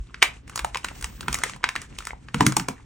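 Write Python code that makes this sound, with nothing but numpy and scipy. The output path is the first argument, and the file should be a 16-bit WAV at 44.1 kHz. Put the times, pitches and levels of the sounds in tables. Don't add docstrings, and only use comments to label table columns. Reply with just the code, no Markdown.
import sys
import numpy as np
from scipy import signal
from scipy.fft import rfft, irfft, next_fast_len
from scipy.io import wavfile
from scipy.ndimage import uniform_filter1d, map_coordinates

SR = 44100
rng = np.random.default_rng(int(sys.argv[2]) if len(sys.argv) > 2 else 0)


def wrap_up_sound(samples):
    columns = np.atleast_2d(samples).T
    tamed = np.clip(columns, -1, 1)
    steps = np.round(tamed * 32767).astype(np.int16)
    wavfile.write(sys.argv[1], SR, steps)


N = 125685
TIME = np.arange(N) / SR


# time in seconds, level in dB, pitch in Hz, the crack's treble in dB.
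CREASE_SNAPS = [(0.1444, -23.5, 1620, -44), (0.221, -9.5, 2570, -61), (0.2262, 1.5, 2100, -16),
                (0.229, -10, 1124, -0.5), (0.479, -34.5, 1870, -10.5), (0.497, -32, 1324, -5),
                (0.559, -23, 1110, 4), (0.577, -20.5, 1170, -4.5), (0.593, -15.5, 1220, -10),
                (0.647, -14.5, 920, -9.5), (0.747, -16.5, 2500, -16), (0.757, -17, 890, -24),
                (0.772, -23, 2210, -4), (0.846, -15, 1640, -8), (0.886, -22.5, 1890, -11.5),
                (1.012, -34, 1350, 1), (1.026, -27, 1470, -0.5), (1.044, -18.5, 1510, -4.5),
                (1.209, -22, 3330, -7), (1.23, -33, 1480, -19), (1.283, -9.5, 1280, -15.5),
                (1.329, -20.5, 2530, -1), (1.344, -18.5, 1303, 4.5), (1.388, -28, 930, -0.5),
                (1.437, -10.5, 1920, -7.5), (1.497, -24, 1240, -8), (1.536, -28, 1920, -31),
                (1.563, -35, 1080, -9), (1.634, -26.5, 2100, -28), (1.6415, -2.5, 1950, -26.5),
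                (1.6904, -13, 1800, -12.5), (1.755, -21, 1340, -13), (1.762, -14.5, 1880, -16.5),
                (1.818, -33, 1950, 1), (1.987, -20.5, 3170, -7), (2.006, -29.5, 1430, -10),
                (2.024, -36.5, 1490, -10), (2.053, -30.5, 1860, -2), (2.071, -22, 1240, -5),
                (2.286, -28, 1514, -44.5), (2.345, -12, 1390, -12.5), (2.408, -6.5, 855, -14),
                (2.466, -8, 1370, 0.5), (2.523, -21.5, 1190, -4.5), (2.568, -11, 840, 0.5),
                (2.598, -15.5, 1430, -7.5), (2.686, -16, 725, -6)]
# pitch in Hz, level in dB.
ENVELOPE_TONES = [(1050, -14.5), (2200, -6)]

def crease_snaps():
    rise_s, burst_s, crack_s, ring_cycles = 0.00049, 0.0019, 0.011, 5.97
    out, t, early = np.zeros(N + SR), np.arange(SR // 12) / SR, SR // 50
    since = np.maximum(t - early / SR, 0)
    before = amp(-26) * np.exp((t - early / SR) / 0.0032)
    after = amp(-23.5) * np.exp(-since / 0.022)
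    creep = np.where(since > 0, after, before)
    rise = 1 - np.exp(-since / rise_s)
    burst = rise * np.exp(-since / burst_s) + creep
    crack_shape = rise * amp(-60 * since / crack_s) + creep
    kick = 3.04 * signal.unit_impulse(len(t), early + round(rise_s * SR))
    for s, db, hz, treble_db in CREASE_SNAPS:
        slips, sharp, wide = rng.standard_normal((3, len(t)))
        ring = sum(amp(level - 60 * t * f / ring_cycles) * np.cos(2 * np.pi * f * t)
                   for f, level in [(hz, 0)] + ENVELOPE_TONES)
        body = signal.fftconvolve(slips * burst + kick, ring)[:len(t)]
        crack = amp(treble_db + 20) * np.diff(sharp, 2, prepend=[0, 0]) + amp(-13) * wide
        snap = amp(2) * body / np.abs(body).max() + crack * crack_shape / 2
        out[round((s - 0.0009) * SR) - early:][:len(t)] += amp(db) * snap
    return filtered(out[:N], lambda hz: (1j * hz / (260 + 1j * hz)) ** 2)


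# time in seconds, level in dB.
HAND_MOTION = [(0, -63), (.13, -62), (.36, -51.5), (.465, -82.5), (.48, -49), (.6, -55.5), (.72, -52),
               (.97, -47), (1.27, -54.5), (1.33, -38.5), (1.42, -42), (1.5, -37.5), (1.56, -50.5),
               (1.59, -63.5), (1.85, -45), (1.88, -61.5), (1.97, -53), (2.11, -48), (2.15, -64.5),
               (2.32, -63.5), (2.42, -32.5), (2.5, -46), (2.62, -51), (2.85, -65)]
# frequency in Hz, level in dB.
PAPER_TONE = [(300, -9.5), (700, -3.5), (1200, -2.5), (2200, 6.5), (4800, 2.5), (8500, 12), (15500, -11)]

def paper_rustle():
    per_second, typical_hz, fade_cycles = 540, 1720, 2.7
    gaps, strength = -np.log(1 - rng.random((4000, 2))).T
    starts = np.cumsum(gaps / per_second) * SR
    starts = starts[starts < N].astype(int)
    count, t = len(starts), np.arange(256) / SR
    hz = np.clip(typical_hz * np.exp(0.461 * rng.standard_normal(4000)), 500, 14000)[:count, None]
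    ticks = amp(4.5 * strength[:count, None]) * np.sin(2 * np.pi * hz * t)
    ticks *= np.exp(-t * hz / fade_cycles)
    places = starts[:, None] + np.arange(256)
    crackles = unit(np.bincount(places.ravel(), ticks.ravel(), N + 512)[:N])
    level = amp(curve(HAND_MOTION))
    crackles *= level * amp(-4 + 5.5 * wobble(29.83))
    hiss = level * amp(2.6 * wobble(88)) * stereo_noise(PAPER_TONE)
    return crackles, hiss


# start in seconds, level in dB.
RACK_BLOWS = [(1.278, -24.5), (2.345, -13), (2.405, -8.5), (2.437, -18), (2.464, -9.5), (2.565, -20),
              (2.597, -21), (2.684, -22.5)]
# pitch in Hz, level in dB, seconds to fade by 60 dB.
RACK_TONES = [(139, -4, 0.099), (183.4, -3, 0.069), (227.8, -1.5, 0.069), (298, -6, 0.1),
              (401, -3.5, 0.047), (939, -14, 0.03)]

def rack_thuds():
    out, t = np.zeros(N + SR), np.arange(SR // 4) / SR
    rise = 1 - np.exp(-t / 0.013)
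    for s, db in RACK_BLOWS:
        chance = rng.standard_normal((len(RACK_TONES), 2))
        ring = sum(amp(level + 3 * louder - 60 * t / fade_s)
                   * np.sin(2 * np.pi * hz * (1 + 0.081 * higher) * t)
                   for (hz, level, fade_s), (louder, higher) in zip(RACK_TONES, chance))
        out[round(s * SR):][:len(t)] += amp(db + 1) * ring * rise
    return out[:N]


def high_sizzle():
    start_s, end_s, lowest_hz = 0.93, 1.4, 14000
    gate = uniform_filter1d(1. * (TIME > start_s) * (TIME < end_s), size=SR // 20)
    hiss = stereo(rng.standard_normal((2, N)), lambda hz: 1 / (1 + (lowest_hz / (hz + 1)) ** 20))
    return amp(-28) * gate * unit(hiss)


# time in seconds, level in dB.
HAND_THUMPS = [(.01, -29.5), (.63, -36.5), (.735, -39), (.975, -40.5), (1.044, -33), (1.16, -38.5),
               (1.31, -36), (2.0, -44), (2.141, -40), (2.399, -39.5)]
# frequency in Hz, level in dB.
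AIR_TONE = [(22, -38.5), (50, -13), (250, -18.5), (600, -35.5), (2200, -37), (5000, -46), (11000, -54.5),
            (15500, -36.5)]

def rumble():
    hum_hz, throb_hz, thump_s = 124.7, 52, 0.018
    hum = amp(-57 + 2.4 * wobble(4)) * np.sin(2 * np.pi * np.cumsum(hum_hz + 6 * wobble(2.2)) / SR)
    throb = unit(filtered(rng.standard_normal(N), lambda hz: np.exp(-((hz - throb_hz) / 22.8) ** 2)))
    thumps = sum(amp(db) * np.exp(-((TIME - s) / thump_s) ** 2)
                 * np.sin(2 * np.pi * (throb_hz * TIME + rng.random())) for s, db in HAND_THUMPS)
    stir_db = 0.44 * (uniform_filter1d(curve(HAND_MOTION), size=SR // 4) + 54)
    air = amp(-53 + stir_db + 3.4 * wobble(25)) * stereo_noise(AIR_TONE)
    return amp(-55) * throb + thumps + hum + air


# frequency in Hz, seconds to fade by 60 dB.
ECHO_FADE = [(200, 0.27), (2000, 0.23), (14000, 0.14)]

def room_echo(x):
    out, piece, delay = np.zeros((2, N + SR)), 4096, 90
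    for k in range(0, N, piece):
        hz, t, noise = signal.stft(rng.standard_normal((2, SR // 3)), SR, nperseg=256)
        tail = signal.istft(noise * amp(-60 * t / along(ECHO_FADE, hz)[:, None]), SR, nperseg=256)[1]
        echo = signal.fftconvolve(x[None, k:k + piece], tail / np.linalg.norm(tail[0]), axes=1)
        out[:, k + delay:][:, :echo.shape[1]] += echo
    return stereo(out[:, :N], np.ones_like)


# frequency in Hz, how alike left and right are (1 means the same).
LIKENESS = [(60, 1), (250, 0.61), (650, 0.27), (1400, 0.23), (5000, 0.63)]

def stereo(x, gain):
    turn = lambda hz: np.arccos(np.clip(along(LIKENESS, hz), -1, 1)) / 2
    mid, side = filtered(x, lambda hz: gain(hz) * [np.cos(turn(hz)), np.sin(turn(hz))])
    return np.array([mid + side, mid - side])


def stereo_noise(tone):
    return unit(stereo(rng.standard_normal((2, N)), lambda hz: amp(along(tone, hz))))


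def amp(db):
    return 10 ** (np.asarray(db) / 20)


def unit(x):
    return x / np.sqrt(np.mean(x ** 2) + 1e-20)


def along(rows, hz):
    f, values = np.transpose(rows)
    return np.interp(np.log(hz + 1), np.log(f + 1), values)


def curve(rows):
    return np.interp(TIME, *np.transpose(rows))


def wobble(rate):
    return map_coordinates(rng.standard_normal(int(N * rate / SR) + 4), [TIME * rate])


def filtered(x, response):
    size = next_fast_len(N + SR // 2)
    return irfft(rfft(x, size) * response(np.fft.rfftfreq(size, 1 / SR)), size)[..., :N]


# frequency in Hz, how far left leads right in radians.
BASS_LEAD = [(380, 0)]
TREBLE_LEAD = [(650, 2.37), (1500, -0.39), (4800, 1.72), (6500, -0.64), (8500, 0.79), (10400, -3),
               (13600, -3), (14600, -2.5)]

def scene():
    crackles, hiss = paper_rustle()
    near = crease_snaps() + crackles + rack_thuds()
    mix = near + amp(-12.5) * room_echo(near) + hiss + rumble() + high_sizzle()
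    shift = lambda hz: np.exp(.5j * np.outer([1, -1], along(BASS_LEAD + TREBLE_LEAD, hz)))
    return filtered(mix, shift)


# frequency in Hz, boost or cut in dB.
MIC_TONE = [(500, 5), (2200, 1.5), (4900, -0.5), (6500, -2.5), (16000, -22)]

def record(dry):
    x = filtered(dry, lambda hz: amp(along(MIC_TONE, hz)))
    x = x / (1 + np.abs(x) ** 6) ** (1 / 6)
    return filtered(x, lambda hz: np.clip((16700 - hz) / 700, 0, 1) ** 2)


dry = scene()
out = record(dry)
wrap_up_sound(out)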